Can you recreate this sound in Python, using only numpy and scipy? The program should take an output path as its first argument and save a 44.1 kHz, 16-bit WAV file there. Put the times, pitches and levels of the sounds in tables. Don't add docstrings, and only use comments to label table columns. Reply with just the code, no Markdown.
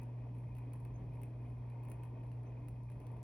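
import sys
import numpy as np
from scipy import signal
from scipy.fft import rfft, irfft
from scipy.io import wavfile
from scipy.ndimage import uniform_filter1d

SR = 44100
rng = np.random.default_rng(int(sys.argv[2]) if len(sys.argv) > 2 else 0)


def persist_wave(psi):
    counts = np.round(np.clip(psi, -1, 1) * 32767).astype(np.int16)
    wavfile.write(sys.argv[1], SR, np.atleast_2d(counts).T)


N = 142443

TURN_HZ = 60.0


def amp(db):
    return 10 ** (np.asarray(db) / 20)


def evened(x):
    return x / np.sqrt(np.mean(x ** 2) + 1e-30)


def read(points, hz):
    f, value = np.transpose(points)
    return np.interp(np.log(hz + 1), np.log(f + 1), value)


def add(mix, start_s, sound):
    part = mix[..., max(round(start_s * SR), 0):][..., :sound.shape[-1]]
    part += sound[..., :part.shape[-1]]


def coloured(x, points):
    gain = amp(read(points, np.fft.rfftfreq(N, 1 / SR)))
    return irfft(rfft(x) * gain, N)


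def drift(rate_hz):
    hz = np.fft.rfftfreq(N, 1 / SR)
    lowpass = (hz > 0) / (1 + (hz / rate_hz) ** 4)
    return evened(irfft(rfft(rng.standard_normal(N)) * lowpass, N))


def follow(curve, share):
    s, db = np.transpose(curve)
    return evened(amp(share * np.interp(np.arange(N) / SR, s, db)))


def steadied(x, span_s):
    power = uniform_filter1d((x ** 2).mean(0), round(span_s * SR))
    power = uniform_filter1d(power, round(span_s * SR / 2))
    return x * np.sqrt(power.mean() / power)


def stereo_noise():
    # frequency in Hz, likeness 0-1.
    likeness = [(130, .998), (280, .93), (450, .77), (700, .58), (950, .72), (1300, .4), (1600, .6),
                (2000, .85), (2500, .92), (3800, .55), (5500, .55), (6800, .92), (12000, .92)]
    # frequency in Hz, left minus right in dB.
    balance = [(150, -.2), (400, 0), (620, 3), (950, 3.8), (1400, 1.5), (2000, .3), (2500, 1.5), (3200, 0)]
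    hz = np.fft.rfftfreq(N, 1 / SR)
    mid, side = rfft(rng.standard_normal((2, N)))
    same = np.clip(read(likeness, hz), 0, 1)
    lean = amp(read(balance, hz) / 2)
    mid = mid * np.sqrt((1 + same) / 2)
    side = side * np.sqrt((1 - same) / 2)
    return irfft(np.array([(mid + side) * lean, (mid - side) / lean]), N)


def room(x, apart=0.23):
    # delay in seconds, level in dB before dulling.
    echoes = [(0.0233, -13), (.068, -22)]
    t60_s, tail_db, onset_s = 0.21, -8, 0.0057
    t = np.arange(SR // 2) / SR
    tail = rng.standard_normal(len(t)) + apart * rng.standard_normal((2, len(t)))
    tail *= amp(-60 * t / t60_s) * np.minimum(t / onset_s, 1)
    tail *= amp(tail_db) / np.linalg.norm(tail[0])
    for delay_s, db in echoes:
        add(tail, delay_s, amp(db) * np.ones((2, 1)))
    wet = signal.fftconvolve(x, tail, axes=1)[:, :N]
    return coloured(wet, [(5000, -3), (10000, -2.0), (14000, -13)])


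def hiss():
    # frequency in Hz, density in dB per Hz.
    hiss_spectrum = [(2500, -130), (3700, -124), (5500, -125.5), (6400, -126), (7400, -135), (8600, -130),
                     (10200, -129), (12000, -132), (13000, -146), (15000, -160)]
    return coloured(stereo_noise(), hiss_spectrum) * np.sqrt(SR / 2)


def rumble():
    # frequency in Hz, density in dB per Hz.
    rumble_spectrum = [(18, -104), (30, -101.5), (47, -74.5), (75, -79.5), (100, -77.5), (157, -78),
                       (200, -87.5), (400, -104), (1000, -140)]
    # time in seconds, level in dB.
    rumble_level = [(0.03, -56), (0.11, -62.5), (0.22, -54), (0.42, -54.5), (.49, -48.5), (.65, -57),
                    (1.03, -47.5), (1.32, -56.5), (1.55, -50), (1.77, -61), (1.93, -51.5), (2.15, -56.5),
                    (2.3, -54.5), (2.45, -58), (2.61, -54.5), (2.72, -49), (2.8, -55), (3.0, -49.5),
                    (3.1, -59.5), (3.17, -52.5)]
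    shake_db, wander_turns, steady_s, follow_share = -60, 0.087, 0.1, 0.85
    bed = coloured(stereo_noise(), rumble_spectrum) * np.sqrt(SR / 2)
    turns = TURN_HZ * np.arange(N) / SR + wander_turns * drift(7.2)
    shake = np.sqrt(2) * amp(shake_db) * np.cos(2 * np.pi * turns)
    return steadied(bed + shake, steady_s) * follow(rumble_level, follow_share)


def rush():
    # frequency in Hz, density in dB per Hz.
    rush_spectrum = [(100, -110), (200, -87.5), (275, -80.5), (355, -89), (440, -87), (520, -92),
                     (640, -90.5), (790, -95), (1020, -99), (1150, -103), (1300, -110), (1700, -112),
                     (2150, -110), (2600, -111), (2850, -119), (3300, -119), (3650, -128), (5500, -140),
                     (9000, -170)]
    swell_db, patch_db = 1.34, 1.12
    z = signal.stft(stereo_noise(), nperseg=512)[2]
    patches = rng.standard_normal(z.shape[:0:-1])
    patches = uniform_filter1d(patches, size=7, axis=0)
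    patches = evened(uniform_filter1d(patches, size=5, axis=1)).T
    flow = signal.istft(z * amp(patch_db * patches), nperseg=512)[1][:, :N]
    return coloured(flow, rush_spectrum) * np.sqrt(SR / 2) * amp(swell_db * drift(6.1))


def burble():
    per_s, base_db, range_db, tilt_db = 80, -70, 9.5, 1.5
    decay_cycles, glide, spread = 3, 0.08, 0.61
    low_hz, high_hz = 230, 1000
    out, t = np.zeros((2, N)), np.arange(3000) / SR
    draws = rng.random((round(per_s * N / SR), 4))
    for k, (late, pitch, size, side) in enumerate(draws):
        hz = low_hz * (high_hz / low_hz) ** pitch
        age = t * hz / decay_cycles
        note = np.sin(2 * np.pi * hz * t * (1 + glide * age / 2))
        note *= np.exp(-age) * np.minimum(2 * age, 1)
        level = amp(base_db + range_db * size ** 2 - tilt_db * pitch)
        pan = 1 + spread * (side - 0.5) * np.array([[1], [-1]])
        add(out, (k + 2 * late) / per_s, note * level * pan)
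    return out


def water():
    # time in seconds, level in dB.
    flow_level = [(0, -55.5), (.32, -56), (.6, -57), (1.05, -55.5), (1.2, -54.5), (1.36, -59.5),
                  (1.48, -56), (1.58, -55), (1.92, -56), (2.1, -56.5), (2.5, -56.5), (2.85, -58.5),
                  (3.15, -57)]
    follow_share, steady_s = 0.75, 0.1
    return (rush() + steadied(burble(), steady_s)) * follow(flow_level, follow_share)


def bubbles():
    # start in seconds, fizz pitch in Hz, level in dB before the fizz and pop gains.
    bursts = [(0.939, 6320, -87), (.958, 6300, -86.5), (2.465, 6100, -85), (2.482, 6250, -95)]
    # frequency in Hz, gain in dB.
    pop_colour = [(300, -9), (900, 0), (1400, -13), (2500, 1), (3600, -11), (6000, -8), (9000, -25.5),
                  (14000, -36)]
    fizz_gain_db, fizz_fall_s, width_hz = 11.5, 0.0092, 290
    pop_gain_db, pop_fall_s = 9.5, 0.0045
    out, pops, t = np.zeros((2, N)), np.zeros(N), np.arange(4000) / SR
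    for start_s, hz, db in bursts:
        band = signal.butter(2, [hz - width_hz / 2, hz + width_hz / 2], "band", fs=SR)
        fizz = evened(signal.lfilter(*band, rng.standard_normal(len(t))))
        add(out, start_s, amp(db + fizz_gain_db) * np.exp(-t / fizz_fall_s) * fizz)
        add(pops, start_s, amp(db + pop_gain_db) * np.exp(-t / pop_fall_s))
    return out + coloured(pops * stereo_noise(), pop_colour)


def ticks():
    # start in seconds, level in dB before tick_gain_db,
    # housing knock in dB re that level, body of the crack in dB re that level.
    sharp_ticks = [(0.0158, -60, -10, -1), (0.0318, -59.5, -13, 5.5), (0.349, -68, 7.5, -5),
                   (0.3653, -71, 10, -1), (0.383, -65.5, -3, -1), (.434, -76, 3, 3), (.484, -77, 5, 6),
                   (.5504, -63.5, 3, 6), (0.5662, -62.5, 8, -1), (.5834, -58.5, 2, 0),
                   (0.7334, -51.5, -1.5, -2.5), (.757, -66, 0, 2), (0.8006, -63.5, -3, 2),
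                   (.85, -58, 4, 0.5), (1.1344, -68, 8, 3), (1.151, -66, 4, 2), (1.216, -56.5, -5, -1),
                   (1.2329, -51.5, 0, -3.5), (1.283, -76, 2.5, 0), (1.415, -74.5, 7, -2),
                   (1.449, -71, 10.5, -2), (1.4817, -69.5, -5, 0), (1.498, -69.5, -4.5, 1),
                   (1.7, -67, 9, 2), (1.8338, -60.5, 4, -2), (1.8502, -58.5, 0, -2), (1.885, -60.5, 5, -3),
                   (1.899, -52, -10, -4), (1.916, -50.5, -2.5, -5), (1.94, -75, 1, -5),
                   (2.0339, -57, 5.5, 1), (2.0498, -63.5, 4, -5), (2.234, -71, 9.5, 7), (2.2655, -70, 7, 4),
                   (2.316, -66, 10, 11), (2.4327, -70, 1, 6.5), (2.684, -53, -1, -4), (2.8337, -69, -1, 6),
                   (2.9, -63, 5, 7), (2.916, -64, 5, 3), (3.001, -62.5, 2, 5), (3.016, -68.5, 7, -7),
                   (3.067, -59.5, 3, 8.5), (3.116, -66, -6, -2), (3.1665, -70.5, 14, -2)]
    # frequency in Hz, gain in dB.
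    crack_colour = [(4000, -30.5), (7400, -8.5), (8500, -3), (10000, 0.5), (11800, -1), (13600, -2.5),
                    (15300, -2.5), (16500, -7)]
    knock_colour = [(300, -9.5), (600, -7.5), (950, 4.5), (1500, 1.5), (2000, 2), (2600, 5), (3300, -10),
                    (5800, -24.5), (8000, -41)]
    body_colour = [(2500, -24.5), (4400, -9), (5300, -14.5), (6300, -8), (7400, -23.5), (10000, -41)]
    # frequency in Hz, gain in dB.
    soft_loss = [(8000, -3.5), (10300, 1), (12000, -3), (13500, -15), (16000, -28)]
    tick_gain_db, soft_below_db = -5, -63
    rise_s, fall_s, ring_s, ring_db = 0.00078, 0.0022, 0.0061, -4.5
    soft_tail_db, soft_tail_s = -7, 0.04
    hard_tail_db, hard_tail_s = -25.5, 0.032
    knock_tail_db, knock_tail_s = -16.5, 0.013
    grit_db, grit_rate_hz, grit_from_s = 2, 350, 0.0045
    faint_db, faint_spread_db = -91, 6

    t = np.arange(SR // 8) / SR
    age, rise = np.maximum(t - rise_s, 0), np.minimum(t / rise_s, 1)
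    shape = rise * (np.exp(-age / fall_s) + amp(ring_db) * np.exp(-age / ring_s))
    fizz = rise * amp(soft_tail_db) * np.exp(-age / soft_tail_s)
    scrape = rise * amp(hard_tail_db) * np.exp(-age / hard_tail_s)
    rattle = rise * amp(knock_tail_db) * np.exp(-age / knock_tail_s)
    grain_db = grit_db * drift(grit_rate_hz)
    hard, soft, knock, body = np.zeros((4, N))
    for start_s, db, knock_db, body_db in sharp_ticks:
        power = amp(db + tick_gain_db) ** 2
        softness = 1 / (1 + amp(db - soft_below_db) ** 10)
        grain = np.roll(grain_db, -round(start_s * SR))[:len(t)]
        grit = amp(grain * np.minimum(age / grit_from_s, 1)) ** 2
        add(hard, start_s, power * (1 - softness) * (shape ** 2 + scrape ** 2) * grit)
        add(soft, start_s, power * softness * (shape ** 2 + fizz ** 2) * grit)
        add(knock, start_s, power * amp(knock_db) ** 2 * (shape ** 2 + rattle ** 2))
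        add(body, start_s, power * amp(body_db) ** 2 * shape ** 2)
    for start_s in np.arange(0, N / SR, 1 / TURN_HZ):
        level = amp(faint_db + faint_spread_db * rng.standard_normal())
        add(soft, start_s, (level * shape) ** 2)
    hard, soft, knock, body = [stereo_noise() * np.sqrt(power) for power in (hard, soft, knock, body)]
    crack = coloured(hard + coloured(soft, soft_loss), crack_colour)
    return crack + coloured(knock, knock_colour) + coloured(body, body_colour)


def chatter():
    # frequency in Hz, width in Hz, level in dB, strike point in the turn 0-1.
    housing = [(596.6, 25, -77, 0.3), (852, 25, -79, .08), (930.4, 48, -71, .08), (1011, 25, -77.5, .1),
               (1165, 59, -83.5, 0.01), (1880, 180, -87.5, .15), (2139, 65, -87.5, .08),
               (2427, 87, -81.5, .06), (2519, 70, -84.5, .42), (3200, 76, -97, 0.3)]
    # time in seconds, level in dB.
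    churn_level = [(0.03, -61.5), (0.15, -71), (0.25, -62.5), (0.29, -68), (0.34, -63.5), (0.54, -68),
                   (0.57, -58.5), (0.67, -71.5), (0.74, -62), (1.07, -69.5), (1.24, -61), (1.29, -68.5),
                   (1.76, -63.5), (2.61, -64), (2.63, -68.5), (3.18, -62)]
    # time in seconds, level in dB.
    rasp_level = [(0.03, -70), (0.06, -83.5), (0.34, -75.5), (0.55, -80), (0.58, -72.5), (0.7, -81),
                  (0.73, -75), (1.12, -79.5), (1.14, -75), (1.21, -85.5), (1.24, -65), (1.25, -72),
                  (1.28, -77.5), (1.88, -76.5), (1.92, -65), (1.93, -75.5), (2.02, -80), (2.03, -70),
                  (2.09, -76), (2.37, -79.5), (2.4, -85), (2.47, -73.5), (2.82, -86), (2.9, -76.5),
                  (3.19, -78), (3.2, -86.5)]
    scuff_fall_s, uneven_db, swell_db = 0.002, 2, 1.1
    churn_share, rasp_share, rasp_from_hz = 1, 0.75, 1500
    turns, out = TURN_HZ * np.arange(N) / SR, np.zeros((2, N))
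    per_turn_db = uneven_db * rng.standard_normal(N)[turns.astype(int)]
    force = amp(per_turn_db + swell_db * drift(6.8))
    churn, rasp = follow(churn_level, churn_share), follow(rasp_level, rasp_share)
    for hz, width_hz, db, point in housing:
        since_strike_s = ((turns - point) % 1) / TURN_HZ
        drive = force * (rasp if hz > rasp_from_hz else churn)
        scuffs = stereo_noise() * drive * np.exp(-since_strike_s / scuff_fall_s)
        ring = signal.lfilter(*signal.iirpeak(hz, hz / width_hz, SR), scuffs)
        ring = signal.lfilter(*signal.iirpeak(hz, hz / width_hz / 2, SR), ring)
        out += amp(db) * evened(ring)
    return out


def hum():
    # multiple of the turn rate, rms level in dB, waver in dB.
    harmonics = [(2, -45.5, -0.06), (4, -69.5, 0.5)]
    # time in seconds, level in dB.
    hum_level = [(0.06, -46), (0.4, -45), (0.43, -46), (1.3, -46.5), (1.48, -47), (1.53, -45.5),
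                 (2.08, -47), (2.41, -45), (2.47, -48.5), (2.51, -46.5), (2.94, -46.5), (3.05, -51),
                 (3.09, -44), (3.18, -47.5)]
    follow_share = 0.99
    turns, out = TURN_HZ * np.arange(N) / SR, np.zeros(N)
    for k, db, waver_db in harmonics:
        level = np.sqrt(2) * amp(db + waver_db * drift(14))
        out += level * np.cos(2 * np.pi * (round(k) * turns + rng.random()))
    return out * follow(hum_level, follow_share)


def scene():
    bright = ticks() + bubbles()
    return hiss() + rumble() + water() + chatter() + hum() + bright + room(bright)


def record(dry):
    # frequency in Hz, lead of the left in radians.
    left_lead = [(20, 0), (60, .02), (120, .08), (500, .1), (800, -.35), (1000, -.15), (1200, -1.3),
                 (1550, .1), (2070, .2), (2500, 1.15), (3200, .7), (5400, .6), (6500, 2.3), (7250, 3.14),
                 (8100, 3.9), (9700, 5.8), (11500, 6.9), (12500, 8.4), (13700, 9.45), (15300, 11.9)]
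    edge_hz = 16500
    lead = read(left_lead, np.fft.rfftfreq(N, 1 / SR))
    pair = irfft(rfft(dry) * np.exp(0.5j * np.array([lead, -lead])), N)
    lowpass = signal.firwin(511, edge_hz, window=("kaiser", 9), fs=SR)
    return signal.oaconvolve(pair, lowpass[None], "same")


dry = scene()
out = record(dry)
persist_wave(out)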